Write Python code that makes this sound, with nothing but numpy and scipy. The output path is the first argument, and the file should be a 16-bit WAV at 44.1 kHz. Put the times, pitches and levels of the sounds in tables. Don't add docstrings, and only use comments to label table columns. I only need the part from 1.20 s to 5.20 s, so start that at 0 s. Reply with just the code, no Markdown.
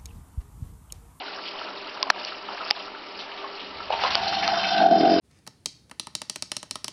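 import sys
import numpy as np
from scipy import signal
from scipy.fft import rfft, irfft
from scipy.io import wavfile
from scipy.ndimage import uniform_filter1d, minimum_filter1d

SR = 44100
rng = np.random.default_rng(int(sys.argv[2]) if len(sys.argv) > 2 else 0)


def generate_wav(signal):
    frames = np.transpose(np.atleast_2d(signal))
    scaled = np.clip(frames, -1, 1) * 32767
    pcm = np.round(scaled).astype(np.int16)
    wavfile.write(sys.argv[1], SR, pcm)


N = 176400
T = np.arange(N) / SR

# pitch_hz, fade_s
HALL_FADE = [(150, 0.29), (800, 0.3), (5000, 0.12)]
# pitch_hz, relative_db
WASH_COLOUR = [(18, -10), (70, -18.5), (90, -14), (120, -17), (170, -13), (197, -9), (225, -10.5), (262, 1),
               (601, -0.5), (994, 3), (1090, -13), (1290, -15.5), (1880, -6.5), (4700, -11.5), (5600, -26),
               (7280, -34.5), (12300, -120)]
# pitch_hz, width_hz, level_db
ROOM_TONES = [(197.3, 13, -60.5), (400.2, 21, -53.5), (617.3, 24, -55.5), (1177, 91, -51.5),
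              (1328, 76, -52), (2957, 330, -55)]
# time_s, patter_db, gurgle_db
TRICKLE_LEVELS = [(0, -43, -40), (.12, -39, -44), (.19, -44, -41), (.27, -37.5, -58), (.35, -41, -44),
                  (.42, -39, -40.5), (.52, -44.5, -39.5), (.59, -40.5, -46), (.8, -45, -40),
                  (.96, -42.5, -38.5), (1.05, -37.5, -44), (1.22, -46, -51), (1.32, -41.5, -42),
                  (1.48, -38, -38), (1.63, -41.5, -46), (1.74, -49.5, -77), (1.96, -44.5, -56),
                  (2.07, -48.5, -46), (2.25, -46, -42), (2.45, -43.5, -57.5), (2.68, -42, -45),
                  (4.0, -62, -41.5)]
# pitch_hz, relative_db
PATTER_COLOUR = [(300, -44), (1200, -12), (1900, -11), (2800, 0.5), (3400, -5.5), (4300, -1.5), (5300, -2),
                 (6000, -14)]
# start_s, crack_db, crack_hz, knock_db, knock_hz, bubble_db, bubble_hz
DRIPS = [(0.8285, -8, 5000, -17, 2300, -20, 1050), (0.9012, -11, 4700, -8, 2100, -45, 1000),
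         (0.9027, -20, 4200, 1, 1380, -26, 1350), (.9038, -2, 4250, -9, 1500, -45, 1000),
         (1.0496, -19, 4700, -36, 2500, -53, 1300), (1.505, -16, 4900, -37, 1700, -29, 800),
         (1.5091, .8, 4950, -7, 1900, -20, 840), (2.9535, -6.5, 4700, -10, 1000, -28, 785),
         (3.278, -10, 4520, -20, 2800, -23, 1295)]
# start_s, level_db, pitch_hz
PLOPS = [(.414, -26, 1303), (.875, -26, 994), (1.121, -25.5, 1287), (1.285, -29.5, 1286),
         (1.407, -25, 1295), (1.461, -27, 1316), (1.678, -31.5, 1300), (1.748, -30.5, 1410),
         (2.242, -22, 1056), (2.603, -23.5, 1316), (2.703, -13, 752), (2.726, -13, 862),
         (2.737, -15.5, 798), (2.835, -10.5, 800), (2.849, -11, 960), (2.865, -31, 795),
         (2.909, -20.5, 1030), (3.345, -25, 1310)]
# start_s, level_db, pitch_hz, fade_s
SPLASHES = [(0.254, -35, 2980, 0.009), (0.987, -36, 2770, 0.021), (1.286, -32.5, 920, 0.036),
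            (1.412, -31.5, 1170, 0.013), (1.99, -35, 3550, 0.04), (2.114, -37, 2700, .014),
            (2.175, -37, 3070, 0.021), (2.394, -38, 2870, 0.039), (2.723, -26, 2960, 0.015),
            (2.788, -31.5, 2510, 0.048), (2.835, -21, 960, 0.021), (2.837, -25, 3620, 0.012),
            (2.904, -25.5, 3800, 0.012), (2.947, -16, 2700, 0.0034), (3.126, -29.5, 1450, 0.025),
            (3.227, -25, 2080, 0.023), (3.34, -30.5, 1230, 0.098), (3.438, -26, 2300, 0.017)]
# time_s, fizz_db, bubbles_db
SPRAY_LEVELS = [(2.68, -70.5, -50), (2.73, -45, -44), (2.78, -38.5, -40), (2.81, -34, -32.5),
                (2.86, -33.5, -32), (2.93, -32.5, -36.5), (3.0, -33.5, -36), (3.14, -30.5, -42.5),
                (3.27, -37.5, -35), (3.45, -34.5, -44), (3.56, -30.5, -37.5), (3.68, -42.5, -43.5),
                (3.82, -39.5, -38), (4.0, -37, -41)]
# pitch_hz, relative_db
FIZZ_COLOUR = [(300, -23.5), (1200, -15.5), (1900, -9.5), (2800, 9.5), (3400, 4), (4300, 9.5), (5300, 2.5),
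               (6000, -4)]
# time_s, level_db
MIST_LEVELS = [(3.7, -63), (3.765, -40), (3.795, -31.5), (3.83, -47), (3.865, -53), (3.905, -32),
               (4.0, -40)]
# time_s, pitch_hz, level_db
THROB = [(2.38, 63.64, -81), (2.56, 68.6, -55.5), (2.75, 71.5, -55), (3.05, 76.2, -49.5),
         (3.4, 81.3, -53.5), (3.7, 92, -67), (3.83, 85.2, -54.5), (3.92, 88, -54), (4.0, 88, -43)]
# time_s, throat_db, chest_db, hum_db, mouth_db, airway_db
VOICE_LEVELS = [(2.85, -31.5, -52, -52.5, -49, -67), (3.05, -30.5, -52, -47, -46.5, -39),
                (3.27, -29, -45.5, -45.5, -45, -35), (3.5, -31.5, -49.5, -42.5, -34.5, -30),
                (3.56, -19.5, -40.5, -41, -31.5, -35.5), (3.597, -28, -41, -32, -30, -33),
                (3.608, -16, -33.5, -34, -25.5, -37), (3.71, -15.5, -26, -30.5, -35.5, -38),
                (3.78, -18.5, -22.5, -24.5, -39, -34), (3.83, -23.5, -23, -38, -36, -35.5),
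                (3.855, -17, -22, -39, -38, -39.5), (3.94, -24.5, -22, -39, -35.5, -32.5),
                (4.0, -39, -24.5, -41, -39, -48)]
# time_s, pulses_per_s
GROWL_RATE = [(3.61, 53), (3.66, 43.5), (3.83, 39), (3.845, 49), (3.92, 46), (4.0, 45)]
# time_s, noise_share (0 to 1)
HOARSENESS = [(2.8, .6), (3.45, .55), (3.58, .2), (3.75, .18), (4.0, .11)]
# time_s, pitch_hz
THROAT_PITCH = [(2.8, 768), (3.56, 751.2), (3.626, 750.4), (3.698, 740.5), (3.76, 729.5), (3.82, 707.8),
                (3.86, 717.6), (3.91, 678), (4.0, 700)]
# ratio_to_throat_pitch, width_hz, relative_db
THROAT_RESONANCES = [(.915, 100, -1.5), (1.05, 105, 0)]
# pitch_hz, width_hz, relative_db
CHEST_RESONANCES = [(268, 125, -5), (369, 132, -5), (494, 200, -19)]
# pitch_hz, width_hz, relative_db
MOUTH_RESONANCES = [(1438, 97, -3.5), (1537, 110, 9.5)]
# pitch_hz, width_hz, relative_db
AIRWAY_RESONANCES = [(2600, 200, -7), (3110, 170, 2.5), (3610, 130, 3), (4125, 150, 2), (4880, 330, .5),
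                     (5310, 170, -2), (5720, 130, -8)]
# delay_s, gain
ECHOES = [(.0043, 0.11), (.0062, 0.23), (.0103, .18)]

BELLOW_START_S, BELLOW_RISE_S, GROWL_START_S = 2.68, 0.17, 3.6


def amp(db):
    return 10 ** (np.asarray(db) / 20)


def unit(x):
    return x / np.sqrt(np.mean(x ** 2) + 1e-20)


def noise(length=N):
    return rng.standard_normal(length)


def drift(seconds):
    size = max(1, int(seconds * SR))
    return unit(uniform_filter1d(uniform_filter1d(noise(), size), size))


def curves(table):
    times, *columns = np.transpose(table)
    return [np.interp(T, times, column) for column in columns]


def at_pitch(table, hz):
    pitches, values = np.transpose(table)
    return np.interp(np.log(hz + 1), np.log(pitches), values)


def colour(x, table):
    return unit(irfft(rfft(x) * amp(at_pitch(table, np.fft.rfftfreq(N, 1 / SR))), N))


def add(mix, start_s, sound):
    part = mix[round(start_s * SR):][:len(sound)]
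    part += sound[:len(part)]


def lowpass(x, hz):
    return signal.oaconvolve(x, signal.firwin(255, hz, window=("kaiser", 9), fs=SR), "same")


def resonate(x, hz, width_hz, order=3):
    spin = np.exp(2j * np.pi * np.cumsum(hz * np.ones(N)) / SR)
    decay = np.exp(-np.pi * width_hz / SR)
    b, a = [(1 - decay) ** order], np.poly([decay] * order)
    ring = signal.lfilter(b, a, np.arange(SR // 10) == 0)
    band = spin * signal.lfilter(b, a, x / spin + 1e-18)
    return np.sqrt(2) * band.real / np.linalg.norm(ring)


def cavity(x, resonances, scale=1):
    return unit(sum((-1) ** k * amp(db) * resonate(x, hz * scale, width_hz)
                    for k, (hz, width_hz, db) in enumerate(resonances)))


def bubbles(per_s, low_hz, high_hz, cycles, spread_db, kinds=28):
    strength = amp(spread_db * np.minimum(rng.exponential(1, N), 4))
    pops = strength * (rng.random(N) < per_s / SR) * rng.choice([-1, 1], N)
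    kind, out = rng.integers(0, kinds, N), np.zeros(N)
    for k, hz in enumerate(np.geomspace(low_hz, high_hz, kinds)):
        age = np.arange(0, 5, hz / SR / cycles)
        envelope = (1 - np.exp(-age * cycles)) * np.exp(-age)
        ring = envelope * np.sin(2 * np.pi * cycles * age * (1 + 0.011 * age))
        out += signal.oaconvolve(pops * (kind == k), ring * np.sqrt(hz))[:N]
    return unit(out)


def surging(x, depth_db, clump_s=0.012):
    spectrum = signal.stft(x, nperseg=256)[2]
    patches = uniform_filter1d(noise(spectrum.shape[::-1]), int(clump_s * SR / 128), axis=0)
    patches = unit(uniform_filter1d(patches, size=7, axis=1)).T
    return unit(signal.istft(spectrum * amp(depth_db * patches), nperseg=256)[1][:N])


def hall(x):
    hz, t, spectrum = signal.stft(noise(SR) * (np.arange(SR) > 300), SR, nperseg=256)
    fade = amp(-60 * t / at_pitch(HALL_FADE, hz)[:, None])
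    tail = signal.istft(spectrum * fade, SR, nperseg=256)[1]
    return signal.fftconvolve(x, tail / np.linalg.norm(tail))[:N]


def near_echoes(x):
    out = x.copy()
    for delay_s, gain in ECHOES:
        add(out, delay_s, gain * x)
    return out / np.sqrt(1 + sum(gain ** 2 for _, gain in ECHOES))


def trickle():
    patter_gain, gurgle_gain = map(amp, curves(TRICKLE_LEVELS))
    room_noise = noise()
    room = sum(amp(db) * resonate(room_noise, hz, width_hz) for hz, width_hz, db in ROOM_TONES)
    wash = amp(-43) * colour(noise(), WASH_COLOUR)
    ticks = bubbles(per_s=5300, low_hz=1850, high_hz=5300, cycles=1.6, spread_db=-0.5)
    patter = surging(colour(ticks, PATTER_COLOUR), depth_db=3.5)
    gurgle = bubbles(per_s=590, low_hz=546, high_hz=1697, cycles=4.3, spread_db=3.2)
    return wash + room + patter_gain * patter + gurgle_gain * gurgle


def cut_bass(x, hz=426):
    return signal.sosfilt(signal.butter(4, hz, "high", fs=SR, output="sos"), x)


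def drips(crack_s=0.00034, knock_s=0.00035, ring_s=0.0077):
    out, t = np.zeros(N), np.arange(2000) / SR
    for start_s, crack_db, crack_hz, knock_db, knock_hz, bubble_db, bubble_hz in DRIPS:
        snap = amp(-0.5) * noise(len(t))
        crack = (np.sin(2 * np.pi * crack_hz * t) + snap) * t / crack_s * np.exp(1 - t / crack_s)
        knock = np.sin(2 * np.pi * knock_hz * t) * t / knock_s * np.exp(1 - t / knock_s)
        bubble = np.sin(2 * np.pi * bubble_hz * t) * np.exp(-t / ring_s)
        add(out, start_s, amp(crack_db) * crack + amp(knock_db) * knock + amp(bubble_db) * bubble)
    return cut_bass(out)


def plops(fade_s=0.0048, rise_per_s=4.4):
    out, t = np.zeros(N), np.arange(3000) / SR
    envelope = (1 - np.exp(-t / 0.00077)) * np.exp(-t / fade_s)
    for start_s, db, hz in PLOPS:
        slop = 0.71 * unit(uniform_filter1d(noise(len(t)), 70))
        phase = 2 * np.pi * hz * t * (1 + rise_per_s * t / 2)
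        add(out, start_s, amp(db) * envelope * (np.sin(phase) + slop * np.cos(phase)))
    return cut_bass(out)


def splashes(edge_ratio=1.29):
    out, t = np.zeros(N), np.arange(8000) / SR
    for start_s, db, hz, fade_s in SPLASHES:
        band = signal.butter(2, [hz / edge_ratio, hz * edge_ratio], "band", fs=SR, output="sos")
        envelope = (1 - np.exp(-t / 0.00045)) * np.exp(-t / fade_s)
        add(out, start_s, amp(db) * envelope * unit(signal.sosfilt(band, noise(len(t)))))
    return out


def shaking(depth, crest_s):
    shakes = np.cumsum(curves(THROB)[0]) / SR / 4
    return unit(1 + depth * np.cos(2 * np.pi * (shakes - np.interp(crest_s, T, shakes))))


def spray():
    fizz_gain, bubble_gain = map(amp, curves(SPRAY_LEVELS))
    mist_gain = amp(curves(MIST_LEVELS)[0]) * (T > MIST_LEVELS[0][0])
    fine = bubbles(per_s=9000, low_hz=1300, high_hz=5800, cycles=5, spread_db=2)
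    fizz = shaking(depth=0.51, crest_s=3.037) * surging(colour(fine, FIZZ_COLOUR), depth_db=2.2)
    coarse = bubbles(per_s=1800, low_hz=800, high_hz=2300, cycles=6, spread_db=2)
    mist = unit(resonate(fine, hz=4950, width_hz=1100))
    return fizz_gain * fizz + bubble_gain * coarse + mist_gain * mist


def throb():
    hz, db = curves(THROB)
    phase = 2 * np.pi * np.cumsum(hz) / SR
    tones = 0.2 * np.sin(phase * 3 / 4) + np.sin(phase) + 0.25 * np.sin(phase * 5 / 4)
    rumble = 0.87 * resonate(noise(), hz, width_hz=290)
    return amp(db) * unit(tones + rumble) * (T > THROB[0][0])


def roughen(clean, noisy):
    share = np.clip(curves(HOARSENESS)[0], 0, 1)
    return np.sqrt(1 - share) * clean + np.sqrt(share) * noisy


def breath(cycles, rate, uneven_db=0.6, puff_cycles=0.26):
    starts = np.diff(np.floor(cycles), prepend=np.floor(cycles[0]))
    pulses = starts * np.sqrt(SR / rate) * amp(uneven_db * noise())
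    puffs = unit((0.16 + np.exp(-(cycles % 1) / puff_cycles)) * noise())
    return roughen(pulses, puffs)


def throat_tone(cycles, lag_cycles=0.06, waver=0.045):
    hz = curves(THROAT_PITCH)[0]
    opening = 1 + 0.58 * np.cos(2 * np.pi * (cycles - lag_cycles))
    phase = 2 * np.pi * np.cumsum(hz * (1 + waver * drift(0.004))) / SR
    tone = unit(opening * np.sin(phase))
    rasp = cavity(noise(), THROAT_RESONANCES, scale=hz)
    before_growl = np.clip((GROWL_START_S - T) / 0.18, 0, 1)
    pump = 1 + (shaking(depth=0.62, crest_s=2.7) - 1) * before_growl
    return pump * roughen(tone, rasp)


def bellow(extra_air=0.69, wander=0.006):
    throat_gain, chest_gain, hum_gain, mouth_gain, airway_gain = map(amp, curves(VOICE_LEVELS))
    rate = curves(GROWL_RATE)[0]
    cycles = np.cumsum(rate) / SR
    cycles -= np.interp(GROWL_START_S, T, cycles)
    air = breath(cycles, rate)
    throat = throat_gain * throat_tone(cycles)
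    chest = chest_gain * cavity(air, CHEST_RESONANCES)
    hum = hum_gain * resonate(air, hz=197.5, width_hz=52.4)
    mouth = mouth_gain * cavity(air, MOUTH_RESONANCES)
    hissy_air = air + extra_air * noise()
    airway = airway_gain * cavity(hissy_air, AIRWAY_RESONANCES, scale=1 + wander * drift(0.043))
    fade_in = np.clip((T - BELLOW_START_S) / BELLOW_RISE_S, 0, 1)
    return fade_in * (throat + chest + hum + mouth + airway)


def scene():
    voice = near_echoes(bellow())
    water = spray() + splashes() + plops()
    direct = voice + throb() + water + trickle() + drips()
    return (direct + hall(amp(-10) * voice + amp(-9) * water))[None]


def record(dry, limit_db=-12, hold_s=0.038, smooth_s=0.0056):
    power_db = 10 * np.log10(signal.lfilter(np.ones(130) / 130, 1, dry[0] ** 2) + 1e-12)
    over_db = np.maximum(power_db - limit_db, 0)
    half_hold = int(hold_s * SR / 2)
    held_db = -minimum_filter1d(-over_db, 2 * half_hold + 1, origin=half_hold)
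    decay = np.exp(-1 / (smooth_s * SR))
    limited = dry[0] / amp(signal.lfilter([1 - decay], [1, -decay], held_db))
    dull = lowpass(np.clip(limited, -1, 1), hz=5950)
    return lowpass(np.clip(dull, -0.74, 0.74), hz=16500)[None]


dry = scene()
out = record(dry)
generate_wav(out)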